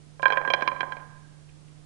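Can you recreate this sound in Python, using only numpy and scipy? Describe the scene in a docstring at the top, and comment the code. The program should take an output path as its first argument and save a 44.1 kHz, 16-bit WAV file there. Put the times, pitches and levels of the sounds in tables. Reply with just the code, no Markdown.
"""Hanging balls knocking on a board

A long wooden board is pushed against a row of hanging balls, which knock on it in an uneven flurry
and settle. Each knock thuds and excites the bending modes according to its place and hardness.
A bench reflects the sound and a hall prolongs it. The microphone feeds the right channel, with
faint ticks, mains hum and room noise; the left holds only amplifier hiss."""
import sys
import numpy as np
from scipy import signal
from scipy.fft import rfft, irfft
from scipy.io import wavfile
from scipy.ndimage import uniform_filter1d

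SR = 44100
rng = np.random.default_rng(int(sys.argv[2]) if len(sys.argv) > 2 else 0)


def transcribe(u):
    """Save the signal u as a 16-bit wav file named by the first command-line argument.

    u: samples, shape (n,) or (channels, n), limited to [-1, 1]; the rate is SR.
    q: integer samples, one column per channel.
    """
    v = np.clip(np.atleast_2d(u).T, -1, 1)
    q = np.round(v * 32767).astype(np.int16)
    wavfile.write(sys.argv[1], SR, q)


N = 81585

# room rumble and hiss, right channel: f/Hz, relative spectral level/dB
ROOM_SPECTRUM = [(15, 8), (30, -1.5), (50, -10), (90, 7), (200, -1.5), (400, -5.5), (800, -11.5),
                 (2000, -18), (5000, -20.5), (10000, -24.5)]
# amplifier hiss, left channel: f/Hz, relative spectral level/dB
AMPLIFIER_SPECTRUM = [(15, -2.5), (30, 11), (55, -3.5), (130, -7), (300, -14), (1000, -18), (3000, -19.5),
                      (10000, -20.5)]
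# tones of the mains hum: f/Hz, rms level/dB
HUM_TONES = [(150.2, -47.5), (87, -67.5), (307, -67.5)]
# reverberation time of the hall: f/Hz, T60/s
HALL_DECAY = [(200, 1), (550, 0.24), (1000, 1), (1600, 1), (2500, 0.45), (5000, 0.532), (10000, 0.334)]
# faint ticks: t/s, level/dB
TICK_EVENTS = [(0.222, -40), (1.49, -56), (1.68, -58.5)]
# dull thud of ball on wood: f/Hz, relative spectral level/dB
THUD_SPECTRUM = [(100, -10), (300, -4), (500, -1.5), (800, 2.5), (1300, -2.5), (2000, -4.5), (3000, -14),
                 (6000, -22), (10000, -41.5)]
# bending modes of the board, ascending: f/Hz, relative level/dB, T60/s, gain into the hall/dB
BENDING_MODES = [(538, -6.5, 0.11, -5.5), (1031, 1.5, 0.098, -7), (1605.8, 6.5, 0.053, -11.5),
                 (2352, 3, 0.034, -18), (3179, 2.5, .028, -16.5), (4035, -2.5, 0.022, -19),
                 (4910, -3, 0.016, -21.5), (5740, -5, 0.02, -20), (7700, -14, 0.013, -17.5),
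                 (9660, -4, 0.014, -17)]
# knocks on the board: t/s, relative level/dB, place along the board (0-1), contact cutoff f/Hz, factor on modal
# T60
KNOCKS = [(0.1945, -35, 0.29, 1430, 1), (0.2287, -23.5, 0.2, 2220, 1.09), (0.2555, -12.5, .135, 2050, 0.94),
          (0.2803, -27, 0.22, 3170, 0.54), (0.3022, -24, .378, 2580, 0.96), (0.3225, -21, 0.28, 2860, 0.71),
          (0.3312, -30, .44, 3200, 0.92), (0.352, -44.5, .28, 1780, 0.44),
          (0.3595, -28.5, 0.15, 1946, 0.43), (0.3717, -20.5, 0.16, 2530, 0.59),
          (0.413, -30.5, 0, 2000, 0.7), (0.4395, -47, .48, 2000, 0.27), (0.4495, -24, 0.2, 1900, 0.56),
          (0.4757, -25, .392, 2340, 0.88), (0.502, -21.5, 0.28, 2820, 1.41),
          (0.5362, -12.5, 0.08, 3200, 0.75), (0.587, -55, 0, 1680, 1.04), (0.609, -32.5, .37, 3100, 0.35),
          (0.6225, -26, 0.19, 3390, 0.82), (0.6762, -19.5, .482, 3700, 0.61),
          (0.715, -29.5, .31, 1870, 1.13), (0.7615, -37, .48, 1880, 2.7), (0.8063, -22, 0.09, 2790, 0.74),
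          (0.8295, -24, 0.43, 1670, 0.5), (0.9212, -32.5, .385, 3080, 0.76),
          (0.9675, -43.5, .33, 3000, 0.79), (0.998, -47, .49, 2600, 0.66)]


def undb(db):
    """Amplitude ratio of a level in decibels."""
    return 10 ** (np.asarray(db) / 20)


def at_hz(points, hz):
    """Interpolation of (f/Hz, value) points on a logarithmic frequency axis."""
    f, value = np.array(points, float).T
    return np.interp(np.log(hz + 1), np.log(f), value)


def fade(t, t60):
    """Exponential damping, 60 dB down after t60."""
    return np.exp(-np.log(1000) * t / t60)


def lowpass(x, hz):
    """Two-pole Butterworth low-pass."""
    return signal.lfilter(*signal.butter(2, min(hz, SR / 2 - 1), fs=SR), x)


def add(track, start_s, sound):
    """Linear superposition of a sound on a track."""
    i = int(start_s * SR)
    track[i:i + len(sound)] += sound[:N - i]


def noise(spectrum):
    """Spectral shaping of white noise, normalised to unit rms."""
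    white = rfft(rng.standard_normal(N))
    x = irfft(white * undb(at_hz(spectrum, np.fft.rfftfreq(N, 1 / SR))), N)
    return x / x.std()


def mains_hum():
    """Superposition of steady sinusoids in random phase."""
    t = np.arange(N) / SR
    return sum(np.sqrt(2) * undb(db) * np.sin(2 * np.pi * (hz * t + rng.random()))
               for hz, db in HUM_TONES)


def hall_reverberation(sent, delay_s=.012, build_s=.012):
    """Diffuse field: dense reflections build up, then decay exponentially, octave by octave."""
    t, f = np.arange(N) / SR, np.fft.rfftfreq(N, 1 / SR)
    white, tail = rfft(rng.standard_normal(N)), 0
    build_up = 1 - np.exp(-np.maximum(t - delay_s, 0) / build_s)
    octaves_hz = 100 * 2. ** np.arange(8)
    for hz, share in zip(octaves_hz, np.eye(8)):
        band = irfft(white * at_hz(np.c_[octaves_hz, share], f), N)
        tail += band * build_up * fade(t, at_hz(HALL_DECAY, hz))
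    spectrum = rfft(tail)
    smoothed_power = uniform_filter1d(abs(spectrum) ** 2, size=40)
    response = irfft(spectrum / np.sqrt(smoothed_power), N)  # unit energy, even across frequency
    return signal.fftconvolve(sent, response[:N * 3 // 4])[:N]


def bench_reflection(direct, delay_s=.00875):
    """Specular reflection: the bench returns each knock once, weaker and duller."""
    out = np.zeros(N)
    add(out, delay_s, undb(-10.5) * lowpass(direct, hz=5000))
    return out


def ticks(centre_hz=2540, width_hz=450):
    """Damped narrow-band noise: thin ticks, as of swinging balls grazing each other."""
    t, out = np.arange(SR // 8) / SR, np.zeros(N)
    resonator = signal.iirpeak(centre_hz, centre_hz / width_hz, SR)
    for start, db in TICK_EVENTS:
        ring = signal.lfilter(*resonator, rng.standard_normal(len(t)))
        add(out, start, ring / ring.std() * fade(t, t60=.086) * undb(db))
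    return out


def contact_thud(t, thud_noise, rise, cutoff_hz, knock_db):
    """Onset transient: a noise burst whose bandwidth grows with the hardness of the contact."""
    burst = np.roll(thud_noise, rng.integers(N))[:len(t)] * rise * fade(t, t60=.025)
    typical_db, growth = -21.5, .87  # growth below 1: light knocks have more thud for their ring
    level_db = typical_db + growth * (knock_db - typical_db) + 6
    return lowpass(burst, cutoff_hz) * undb(level_db)


def struck_board(knocks):
    """Modal superposition: a knock excites each mode according to the mode's motion at that place."""
    t = np.arange(SR // 3) / SR
    hz, mode_db, t60, hall_db = np.array(BENDING_MODES).T
    index = np.arange(len(hz))
    # neighbouring modes reach the microphone in opposite phase
    tones = (-1) ** index[:, None] * np.sin(2 * np.pi * hz[:, None] * t)
    half_waves = index + 2.5
    node_fill = .27  # a ball is wide, so it drives a mode a little even at a node
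    rise_cycles = 2.4  # in periods of the contact cutoff: soft knocks start slowly
    direct, sent, thud_noise = np.zeros(N), np.zeros(N), noise(THUD_SPECTRUM)
    for start, knock_db, place, cutoff_hz, t60_factor in knocks:
        mode_shape = np.cos(np.pi * half_waves * place + np.pi / 4)
        force_spectrum = (1 + (hz / cutoff_hz) ** 6) ** -.5
        gain = np.hypot(mode_shape, node_fill) * force_spectrum * undb(mode_db + knock_db + 6.5)
        rise = 1 - np.exp(-(t * cutoff_hz / rise_cycles) ** 2)
        rings = tones * rise * fade(t, t60_factor * t60[:, None])
        thud = contact_thud(t, thud_noise, rise, cutoff_hz, knock_db)
        add(direct, start, gain @ rings + thud)
        add(sent, start, (gain * undb(hall_db)) @ rings + undb(-4.5) * lowpass(thud, hz=1500))
    radiation = signal.butter(2, 260, "high", fs=SR)  # the narrow board radiates little bass
    return signal.lfilter(*radiation, [direct, sent])


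def scene():
    """Superposition of direct sound, reflections and background on the right; hiss on the left."""
    direct, sent_to_hall = struck_board(KNOCKS)
    right = direct + bench_reflection(direct) + hall_reverberation(sent_to_hall)
    right += ticks() + mains_hum() + undb(-53) * noise(ROOM_SPECTRUM)
    left = undb(-59) * noise(AMPLIFIER_SPECTRUM)
    return np.array([left, right])


def record(dry):
    """Clipping at full scale, then band limiting by a steep low-pass."""
    top_hz = 10300
    band_limit = signal.ellip(12, .1, 80, top_hz, fs=SR, output="sos")
    return signal.sosfilt(band_limit, np.clip(dry, -1, 1))


dry = scene()
out = record(dry)
transcribe(out)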